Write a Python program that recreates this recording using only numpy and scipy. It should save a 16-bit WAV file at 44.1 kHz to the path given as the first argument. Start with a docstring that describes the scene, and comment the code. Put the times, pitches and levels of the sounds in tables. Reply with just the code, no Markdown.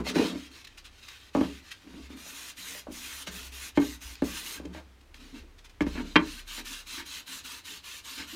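"""Wooden knocks and a scraping slide come first; then a gloved hand wipes an oily rag to and fro along a
light wooden frame on a plywood bench. Rag, drag and narrow bands are noise shaped by filters and resonances.
The frame knocks on the bench as it is turned, each knock a burst of decaying modes; the bench booms under it.
A quiet workshop answers well under the direct sound, over still air and a low wavering drone."""
import sys
import numpy as np
from scipy import signal
from scipy.fft import rfft, irfft, next_fast_len
from scipy.io import wavfile
from scipy.ndimage import uniform_filter1d, map_coordinates

SR = 44100
rng = np.random.default_rng(int(sys.argv[2]) if len(sys.argv) > 2 else 0)


def elevation(decibels):
    """Turn decibel levels (scalar or array-like) into linear amplitude ratios."""
    levels = np.asarray(decibels, float)
    return 10 ** (levels / 20)


def master_out(mix):
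    """Clip the mix to full scale and print it as 16-bit PCM to the path in sys.argv[1]."""
    frames = np.transpose(np.atleast_2d(mix))
    ceiling = np.clip(frames, -1, 1)
    pcm = np.round(ceiling * 32767).astype(np.int16)
    wavfile.write(sys.argv[1], SR, pcm)


N = 368235  # samples

# modes of the plywood bench top, lowest first: pitch_hz [Hz], level_db [dB], t60_s [s]
TOP_MODES = [(64.7, -21, 0.54), (185, 0, 0.17), (242.5, -13, 0.31), (273.2, 5.5, 0.041), (288.2, 1.5, 0.11),
             (308.5, -6, 0.12), (341, -8, 0.1), (411.7, -8.5, 0.19)]
# modes of the frame's struck corner: pitch_hz [Hz], level_db [dB], t60_s [s]
CORNER_MODES = [(443, -4.5, 0.046), (534.5, 4.5, 0.053), (590, 6, 0.058), (611, 2.5, 0.067),
                (755, 1.5, 0.062), (832, 3, 0.067)]
# modes of the frame's bars: pitch_hz [Hz], level_db [dB], t60_s [s]
FRAME_MODES = [(941.5, 0.5, 0.078), (1051, -7, 0.055), (1175, -2.5, 0.032), (1420, -5.5, 0.021),
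               (1578, 0, 0.035), (1695, -4, 0.053), (1778, -1.5, 0.035), (1955, -14, 0.017),
               (1926, -1.5, 0.0097), (2175, 0, 0.028), (2344, -9.5, 0.034), (2840, -14.5, 0.015),
               (3134, -5, 0.047), (3740, -5.5, 0.016), (4070, -2, 0.015)]
# strokes of the rag along a bar: start_s [s], length_s [s], level_db [dB, midway], swell_db [dB, start to end]
WIPE_STROKES = [(2.17, .33, -46, 9), (2.577, 0.22, -43, 0.5), (2.925, 0.3, -43, 1),
                (3.319, 0.16, -45, -1.5), (3.525, 0.16, -45, 5), (3.801, 0.15, -45, -0.5),
                (4.02, 0.12, -45.5, -3), (4.245, 0.32, -42, 1.5), (6.257, 0.14, -46.5, 8),
                (6.48, 0.12, -40.5, 4.5), (6.657, 0.15, -41.5, -3.5), (6.872, 0.13, -41, 4.5),
                (7.064, .14, -42.5, 1.5), (7.275, 0.12, -41.5, 1.5), (7.451, .14, -43, -5),
                (7.653, .12, -43, 3), (7.844, 0.15, -44, 0.5), (8.049, 0.12, -42.5, 3),
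                (8.279, 0.074, -45, 1)]

LAID_FLAT_S = 5.8  # the frame stands on edge before, lies flat after
TOP_LOW_HZ = 174  # the top radiates little below this
STOP_DB = -18  # level just after a movement stops, against its end


def unit(x):
    """Scaled to rms 1."""
    return x / np.sqrt(np.mean(x ** 2) + 1e-20)


def along(points, hz):
    """(Hz, value) points read on a log frequency axis."""
    f, v = np.transpose(points)
    return np.interp(np.log(hz + 1), np.log(f + 1), v)


def wobble(rate):
    """A smooth random curve, rate knots a second."""
    knots = rng.standard_normal(int(N * rate / SR) + 4)
    return map_coordinates(knots, [np.arange(N) * rate / SR])


def filtered(x, response):
    """x times a complex response of frequency."""
    m = next_fast_len(N + SR // 2)
    return irfft(rfft(x, m) * response(np.fft.rfftfreq(m, 1 / SR)), m)[:N]


def resonant(modes, damping):
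    """Response of a body under steady friction; damping multiplies the free bandwidth of its modes."""
    def response(f):
        total = 0
        for k, (hz, db, t60) in enumerate(modes):
            width = damping * np.log(1000) / np.pi / t60
            total = total + (-1) ** k * elevation(db) * 1j * f * width / (hz * hz - f * f + 1j * f * width)
        return total
    return response


def friction(grain_db, patchy_db):
    """Many tiny slips of uneven size; narrow bands swell and fade as the contact moves along the wood."""
    slips = rng.standard_normal(N) * elevation(grain_db * wobble(1500))
    z = signal.stft(slips, nperseg=1024)[2]
    field = uniform_filter1d(rng.standard_normal(z.shape), size=4, axis=0)
    field = uniform_filter1d(field, size=6, axis=1)
    return signal.istft(z * elevation(patchy_db * unit(field)), nperseg=1024)[1][:N]


def strokes(rows, slower=1, stop_db=STOP_DB):
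    """Amplitude of a table of movements: each speeds up, travels, slows to a stop and rustles on faintly."""
    rise_s, stop_s, rustle_s = 0.012 * slower, 0.047 * slower, 0.66
    arch_db, silent_db = 3, -36  # midway over the ends; before the rise, under the start
    power, t = 0, np.arange(0, N / SR, 0.001)
    for start, length, db, swell_db in rows:
        rise, stop = min(rise_s, length / 3), min(stop_s, length * 2.6)
        first, last = db - swell_db / 2 - arch_db, db + swell_db / 2 - arch_db
        times = start + np.array([-3 * rise, 0, length / 2, length, length + stop, length + stop + rustle_s])
        levels = [first + silent_db, first, db, last, last + stop_db, last + stop_db - 39]
        power += elevation(np.interp(t, times, levels, left=-120, right=-120)) ** 2
    return np.interp(np.arange(N) / SR, t, np.sqrt(power))


def shop(x):
    """The workshop's answer: delayed noise in which each frequency dies at its own speed."""
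    # decay of the room: frequency_hz [Hz], t60_s [s]
    room_decay = [(200, 0.33), (2000, 0.15), (10000, 0.055)]
    hz, t, z = signal.stft(rng.standard_normal(SR // 2), SR, nperseg=256)
    tail = signal.istft(z * elevation(-60 * t / along(room_decay, hz)[:, None]), SR, nperseg=256)[1]
    late = np.pad(x, (300, 0))  # samples
    return signal.fftconvolve(late, tail / np.linalg.norm(tail))[:len(x)]


def still_air():
    """The room's still air: steady noise with a fixed spectrum."""
    # spectrum of the air: frequency_hz [Hz], level_db [dB, relative]
    air_spectrum = [(25, -14.5), (84, -2.5), (145, -17.5), (317, -14), (600, -21), (1100, -20.5),
                    (2500, -23.5), (4500, -28.5), (8000, -35.5), (16000, -42)]
    noise = filtered(rng.standard_normal(N), lambda f: elevation(along(air_spectrum, f)))
    return elevation(-61) * unit(noise)


def sway():
    """The lowest bench mode hums at each shove; a deeper, wavering drone comes and goes below it."""
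    # shoves that set the bench swaying: start_s [s], length_s [s], level_db [dB, midway]
    shoves = [(-0.007, 0.089, -40.5), (0.33, 0.17, -53), (1.362, 0.18, -46), (2.037, 0.164, -53.5),
              (2.888, 0.077, -54), (3.051, 0.036, -60), (3.135, 0.11, -60), (3.3, 0.33, -50),
              (3.771, 0.19, -48), (4.058, 0.027, -48), (4.11, 0.039, -50), (4.229, 0.15, -42),
              (4.508, 0.039, -61), (4.597, 0.34, -51), (5.227, 0.044, -57), (5.406, 0.044, -53),
              (5.825, 0.25, -43.5), (6.15, 0.19, -50), (6.996, 0.12, -58), (8.19, 0.035, -54)]
    # swells of the drone: start_s [s], length_s [s], level_db [dB, midway], swell_db [dB, start to end]
    drones = [(.7, 0.21, -60, 4), (2.9, .1, -58, -4), (3.3, 0.29, -63, 2), (4.25, .2, -59, -2),
              (5.1, 0.6, -54, 0), (5.9, .25, -45, -4), (6.3, 0.47, -47.5, -3)]
    hum_rest_db, drone_rest_db = -66, -77
    shove_fade_db = -9.5  # from start to end of a shove
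    hum_size = elevation(hum_rest_db) + strokes([(*row, shove_fade_db) for row in shoves], slower=1.45)
    drone_size = elevation(drone_rest_db) + strokes(drones, slower=5.1)
    hum_hz = TOP_MODES[0][0] + 2.38 * wobble(7.1)
    hum = np.sin(2 * np.pi * np.cumsum(hum_hz) / SR) * elevation(3.1 * wobble(6.8))
    drone_hz = 33 + 1.25 * wobble(1.7)
    drone = np.sin(2 * np.pi * np.cumsum(drone_hz) / SR) * elevation(1.2 * wobble(4.6))
    return hum_size * unit(hum) + drone_size * unit(drone)


def narrow_bands():
    """Narrow bands of noise: high squeaks, soft low thumps and the dull ends of strokes."""
    # narrow bands: start_s [s], length_s [s], level_db [dB, midway], pitch_hz [Hz]
    band_table = [(.048, 0.052, -42.5, 2100), (0.062, 0.034, -42.5, 4270), (0.205, 0.038, -47, 4060),
                  (.285, 0.032, -47, 3300), (.335, 0.032, -53, 2200), (3.284, 0.095, -44.5, 185),
                  (4.67, 0.056, -41, 185), (4.553, .015, -55, 1180), (4.574, .01, -46, 1550),
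                  (5.35, 0.047, -56, 2700)]
    half_width = 0.038  # over the pitch
    noise = rng.standard_normal(N)
    out = np.zeros(N)
    for start, length, db, hz in band_table:
        tone = filtered(noise, lambda f: 1 / (1 + ((f - hz) / (half_width * hz)) ** 4))
        out += strokes([(start, length, db, 0)], slower=0.32, stop_db=-40) * unit(tone)
    return out


def drag():
    """Wood juddering on wood drives the modes of bench top and frame."""
    # the frame sliding and rocking: start_s [s], length_s [s], level_db [dB, midway], swell_db [dB, start to end]
    slide_table = [(0, 0.034, -30, -15), (.07, 0.06, -33, -9), (.17, 0.18, -29, -17), (.35, 0.032, -46, -5),
                   (1.42, 0.052, -43.5, 7.5), (1.85, 0.17, -49.5, 5.5), (2.1, 0.15, -50, -8),
                   (2.89, 0.028, -53, -16), (3.28, 0.34, -60.5, -25), (4.56, 0.24, -49.5, 3.5),
                   (5.2, 0.11, -55, 4), (5.34, 0.052, -46, -2), (5.95, 0.05, -38.5, 5),
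                   (6.06, 0.092, -48.5, 1), (8.18, 0.045, -49, 4), (8.32, 0.035, -49, 17)]
    slide_scrape_db = -16.5  # frame under bench top in a slide
    wipe_drag_db, wipe_scrape_db = -15, -18.5  # top and frame under the wiping that rocks the frame
    flat_db = -4.5  # lying flat, the frame rocks less
    judder_db, judder_hz = 2, 25
    slides = strokes(slide_table, slower=2.05)
    lying = np.arange(N) >= LAID_FLAT_S * SR
    wipes = strokes(WIPE_STROKES) * elevation(np.where(lying, flat_db, 0))
    drag_size = slides + elevation(wipe_drag_db) * wipes
    scrape_size = elevation(slide_scrape_db) * slides + elevation(wipe_scrape_db) * wipes

    top = filtered(friction(grain_db=-0.5, patchy_db=4.0), resonant(TOP_MODES[1:], damping=0.85))
    # a second, more damped pass brings the same modes out further
    top = filtered(top, resonant(TOP_MODES[1:], damping=3.56))
    top = filtered(top, lambda f: 1 / (1 + (TOP_LOW_HZ / (f + 1)) ** 8))
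    top = elevation(judder_db * wobble(judder_hz)) * top
    frame_modes = CORNER_MODES + FRAME_MODES[:4]
    frame = filtered(friction(grain_db=4.0, patchy_db=-1.0), resonant(frame_modes, damping=7.5))
    frame = elevation(1.1 * wobble(35)) * frame
    return drag_size * unit(top) + scrape_size * unit(frame)


def peak(x):
    """Scaled to a peak of 1."""
    return x / np.max(abs(x))


def band(x, lo_hz, hi_hz):
    """x through a gentle band-pass."""
    return signal.sosfilt(signal.butter(2, [lo_hz, hi_hz], "band", fs=SR, output="sos"), x)


def ring(modes, push):
    """Decaying modes struck by a push; each mode's strength and pitch vary a little at random from knock to knock."""
    t = np.arange(SR // 3) / SR
    spread_db, detune = 2.5, 0.007  # detune is a fraction of the pitch
    tones = 0
    for hz, db, t60 in modes:
        decay = elevation(db + rng.normal(0, spread_db) - 60 * t / t60)
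        tones = tones + decay * np.sin(2 * np.pi * hz * rng.normal(1, detune) * t)
    return signal.fftconvolve(tones, push)


def knocks():
    """Each contact chatters for some ms, rings the bodies at new strengths, clacks and cracks; the room answers."""
    # knocks: start_s [s], top_db [dB], corner_db [dB, before a 3.5 dB lift], frame_db [dB, before a 5 dB lift],
    # chatter_ms [ms]
    knock_table = [(0.002, -24, -41, -53, 13), (0.067, -37, -34, -44, 6.7), (0.157, -16.5, -30, -31, 9.2),
                   (0.194, -17.5, -50, -38, 4.1), (.352, -28, -64, -51, 6.7), (1.35, -17.5, -19, -32, 2),
                   (1.369, -15.5, -37, -56, 4.5), (1.387, -21, -42, -58, 4.5), (1.41, -13, -24.5, -32, 4.1),
                   (1.442, -26.5, -40, -43, 12), (1.873, -44, -67, -55, 4.5), (1.905, -48, -71, -54, 3.3),
                   (1.94, -37.5, -70, -50, 2.7), (1.971, -45, -68, -60, 4.3), (2.102, -39, -54, -52, 4.4),
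                   (2.262, -52, -49, -64, 12), (2.75, -47, -46, -66, 22), (2.869, -55, -35, -64, 1.3),
                   (2.882, -33.5, -51, -66, 35), (3.272, -43, -41.5, -41, 15),
                   (3.774, -10.5, -21.5, -26.5, 7.4), (3.819, -21, -46, -38, 10),
                   (4.221, -15, -27, -34.5, 6.1), (4.563, -44, -62, -52, 3.4),
                   (4.598, -33.5, -42, -49, 5.1), (4.651, -30, -46, -51, 7.3), (4.748, -51, -41, -45, 50),
                   (5.144, -60, -72, -48, 2.2), (5.341, -46, -71, -52, 88), (5.807, -16.5, -29.5, -23, 4.9),
                   (5.817, -19, -35, -38, 5.9), (5.866, -22, -38, -38.5, 7.5), (5.952, -32.5, -47, -39, 30),
                   (5.977, -27.5, -47, -37, 13), (5.997, -30, -49, -38, 17),
                   (6.157, -10.5, -22, -7.5, 11.5), (6.579, -41.5, -49, -41, 34),
                   (6.975, -41.5, -61, -38, 60), (8.191, -42.5, -56, -37, 47)]
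    # short thuds through the bench legs: pitch_hz [Hz], level_db [dB], t60_s [s]
    leg_modes = [(85, 2, 0.15), (102, 5, 0.098), (121, -1, 0.1)]
    crack_db, thud_db = -20, -23.5  # under the bench top
    boom_db, boom_grows = -40, 0.46  # a harder blow booms only a little louder
    out = np.zeros(N + 2 * SR)
    short = np.arange(SR // 20) / SR
    size = SR // 3 + len(short) - 1
    t = np.arange(size) / SR
    for start, top_db, corner_db, frame_db, ms in knock_table:
        hits = rng.standard_normal(len(short)) * (rng.random(len(short)) < 0.02)
        bounces = hits * np.exp(-(short * 1000 / ms) ** 4)
        push = np.exp(-short / 0.0038) + 6.5 * bounces
        corner_push = np.exp(-short / 0.00052) + bounces
        tap = np.exp(-short / 0.00004) + 1.3 * bounces
        noise = rng.standard_normal(size)
        after = np.maximum(t - ms / 1000, 0)  # noise is steady while it chatters

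        top = band(band(ring(TOP_MODES[1:], push), 180, 1160), 185, 750)
        body = elevation(top_db) * peak(band(top, TOP_LOW_HZ, 2000))
        # many short modes blur into a dense clack between the clear ones
        corner = peak(band(ring(CORNER_MODES, corner_push), 470, 1400))
        corner_clack = peak(band(noise * elevation(-60 * after / 0.13), 520, 1130))
        body += elevation(corner_db + 3.5) * (corner + 0.37 * corner_clack)
        frame = peak(band(band(ring(FRAME_MODES, tap), 940, 4000), 810, 5400))
        frame_clack = peak(band(noise * elevation(-60 * after / 0.0094), 1730, 2960))
        body += elevation(frame_db + 5) * (frame + 0.39 * frame_clack)
        crack = noise * elevation(-60 * t / 0.0043)
        body += elevation(top_db + crack_db) * peak(band(crack, 2000, 6700))
        # the whole bench booms on its legs
        boom = ring(TOP_MODES[:1], short * np.exp(-short / 0.0033))
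        body += elevation(boom_db + boom_grows * top_db) * peak(boom)
        thud = ring(leg_modes, short * np.exp(-short / 0.0038))
        body += elevation(top_db + thud_db) * peak(band(thud, 70, 136))

        echo = shop(elevation(-12) * np.pad(body, (0, SR // 5)))
        at = round(start * SR)
        out[at:at + len(body)] += body
        out[at:at + len(echo)] += echo
    return out[:N]


def rag():
    """Cloth on wood: a broad rub coloured by the frame's modes, and a finer hiss of fibres."""
    # gloves brushing, shifting grip, and the faint start of a wipe:
    # start_s [s], length_s [s], level_db [dB, midway], swell_db [dB, start to end]
    brush_table = [(0, 0.025, -55, -8), (.05, 0.048, -38, 12.5), (.156, 0.17, -37, -9.5),
                   (.327, .14, -49.5, 2), (.516, 0.1, -51, 1), (.644, 0.006, -48, 11),
                   (.671, 0.0042, -46, 7), (.778, 0.014, -45, -4), (.846, 0.016, -48, 5),
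                   (.9, 0.078, -63, 11), (.984, 0.024, -54.5, -1), (1.03, 0.26, -52, -8),
                   (1.084, 0.007, -42, -3), (1.349, 0.25, -48, -7), (1.63, 0.061, -53.5, 10),
                   (1.716, 0.023, -45, -13), (1.752, 0.16, -60.5, -7), (1.885, .18, -56, 12),
                   (2.104, 0.054, -52.5, -5), (3.272, 0.021, -38.5, -5.5), (3.755, 0.02, -46.5, 5),
                   (4.153, 0.0018, -46, 21), (4.655, 0.0069, -54.5, -19), (4.74, 0.065, -52, -8),
                   (5.01, 0.01, -63, -7), (5.144, 0.0058, -49, -12), (5.155, 0.04, -57, -7),
                   (5.203, 0.13, -55, -7), (5.345, 0.048, -51.5, 5), (5.585, 0.014, -55.5, -4),
                   (5.645, 0.013, -51.5, 3), (5.696, 0.011, -54, -4), (5.817, 0.016, -45.5, -15),
                   (5.87, 0.15, -48, 1), (6.047, 0.052, -50.5, 3), (6.105, 0.045, -51.5, 3),
                   (6.2, 0.11, -48, 8), (8.183, 0.075, -42.5, -10.5)]
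    # rub while the frame stands on edge, before its modes colour it: frequency_hz [Hz], density_db [dB per Hz]
    edge_colour = [(410, -56), (700, -13.5), (1140, -3), (2240, -0.5), (2480, 5.5), (4950, -1),
                   (6800, -5.5), (8000, -10.5), (10400, -20), (17600, -120)]
    # rub once it lies flat, before its modes colour it: frequency_hz [Hz], density_db [dB per Hz]
    flat_colour = [(410, -42), (700, -32), (931, -8.5), (1630, -4), (2000, -8.5), (2690, 3), (3330, -0.5),
                   (4080, 0), (4900, -4), (8000, -11), (10400, -53), (17600, -120)]
    # hiss of the fibres, before a low cut: frequency_hz [Hz], density_db [dB per Hz]
    fibre_colour = [(2940, -32), (5000, 6.5), (6830, 3), (7670, -5), (8670, -2.5), (11700, -6.5),
                    (15100, -8.5), (16000, -20)]
    wipe_hiss_db, flat_hiss_db, brush_hiss_db = -2.5, -5.5, -11.5  # against the rubbing
    hiss_stop_db = -27.5  # the fibres fall silent sooner than the rub
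    lying = np.arange(N) >= LAID_FLAT_S * SR
    rub_size = np.hypot(strokes(WIPE_STROKES), strokes(brush_table))
    wipe_hiss = strokes(WIPE_STROKES, stop_db=hiss_stop_db) * elevation(np.where(lying, flat_hiss_db, wipe_hiss_db))
    brush_hiss = strokes(brush_table, stop_db=hiss_stop_db) * elevation(brush_hiss_db)
    hiss_size = np.hypot(wipe_hiss, brush_hiss)

    wood = resonant(FRAME_MODES, damping=0.82)
    slips = friction(grain_db=1.5, patchy_db=2.5)
    upright = unit(filtered(slips, lambda f: elevation(along(edge_colour, f)) * (1 + abs(wood(f)))))
    flat = unit(filtered(slips, lambda f: elevation(along(flat_colour, f)) * (1 + abs(wood(f)))))
    rub = np.where(lying, flat, upright)
    fibres = friction(grain_db=-0.5, patchy_db=3.5)
    hiss = filtered(fibres, lambda f: elevation(along(fibre_colour, f)) / (1 + (6000 / (f + 1)) ** 6))
    snags = elevation(1.04 * wobble(30))  # the cloth catches and lets go
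    return snags * (rub_size * rub + hiss_size * unit(hiss))


def scene():
    """Work on the bench, its echo and the room's still air, in one channel."""
    wiping = rag() + drag() + narrow_bands()
    echo = shop(elevation(-14) * wiping)
    return (knocks() + wiping + echo + sway() + still_air())[None]


def band_limit(x):
    """A steep low-pass at the top of the band."""
    return signal.sosfilt(signal.butter(12, 15900, fs=SR, output="sos"), x)


def record(dry):
    """The microphone's input stage rounds off the loudest peaks."""
    ceiling = 0.76  # of full scale
    mix = dry / (1 + abs(dry / ceiling) ** 6) ** (1 / 6)
    return band_limit(mix)


dry = scene()
out = record(dry)
master_out(out)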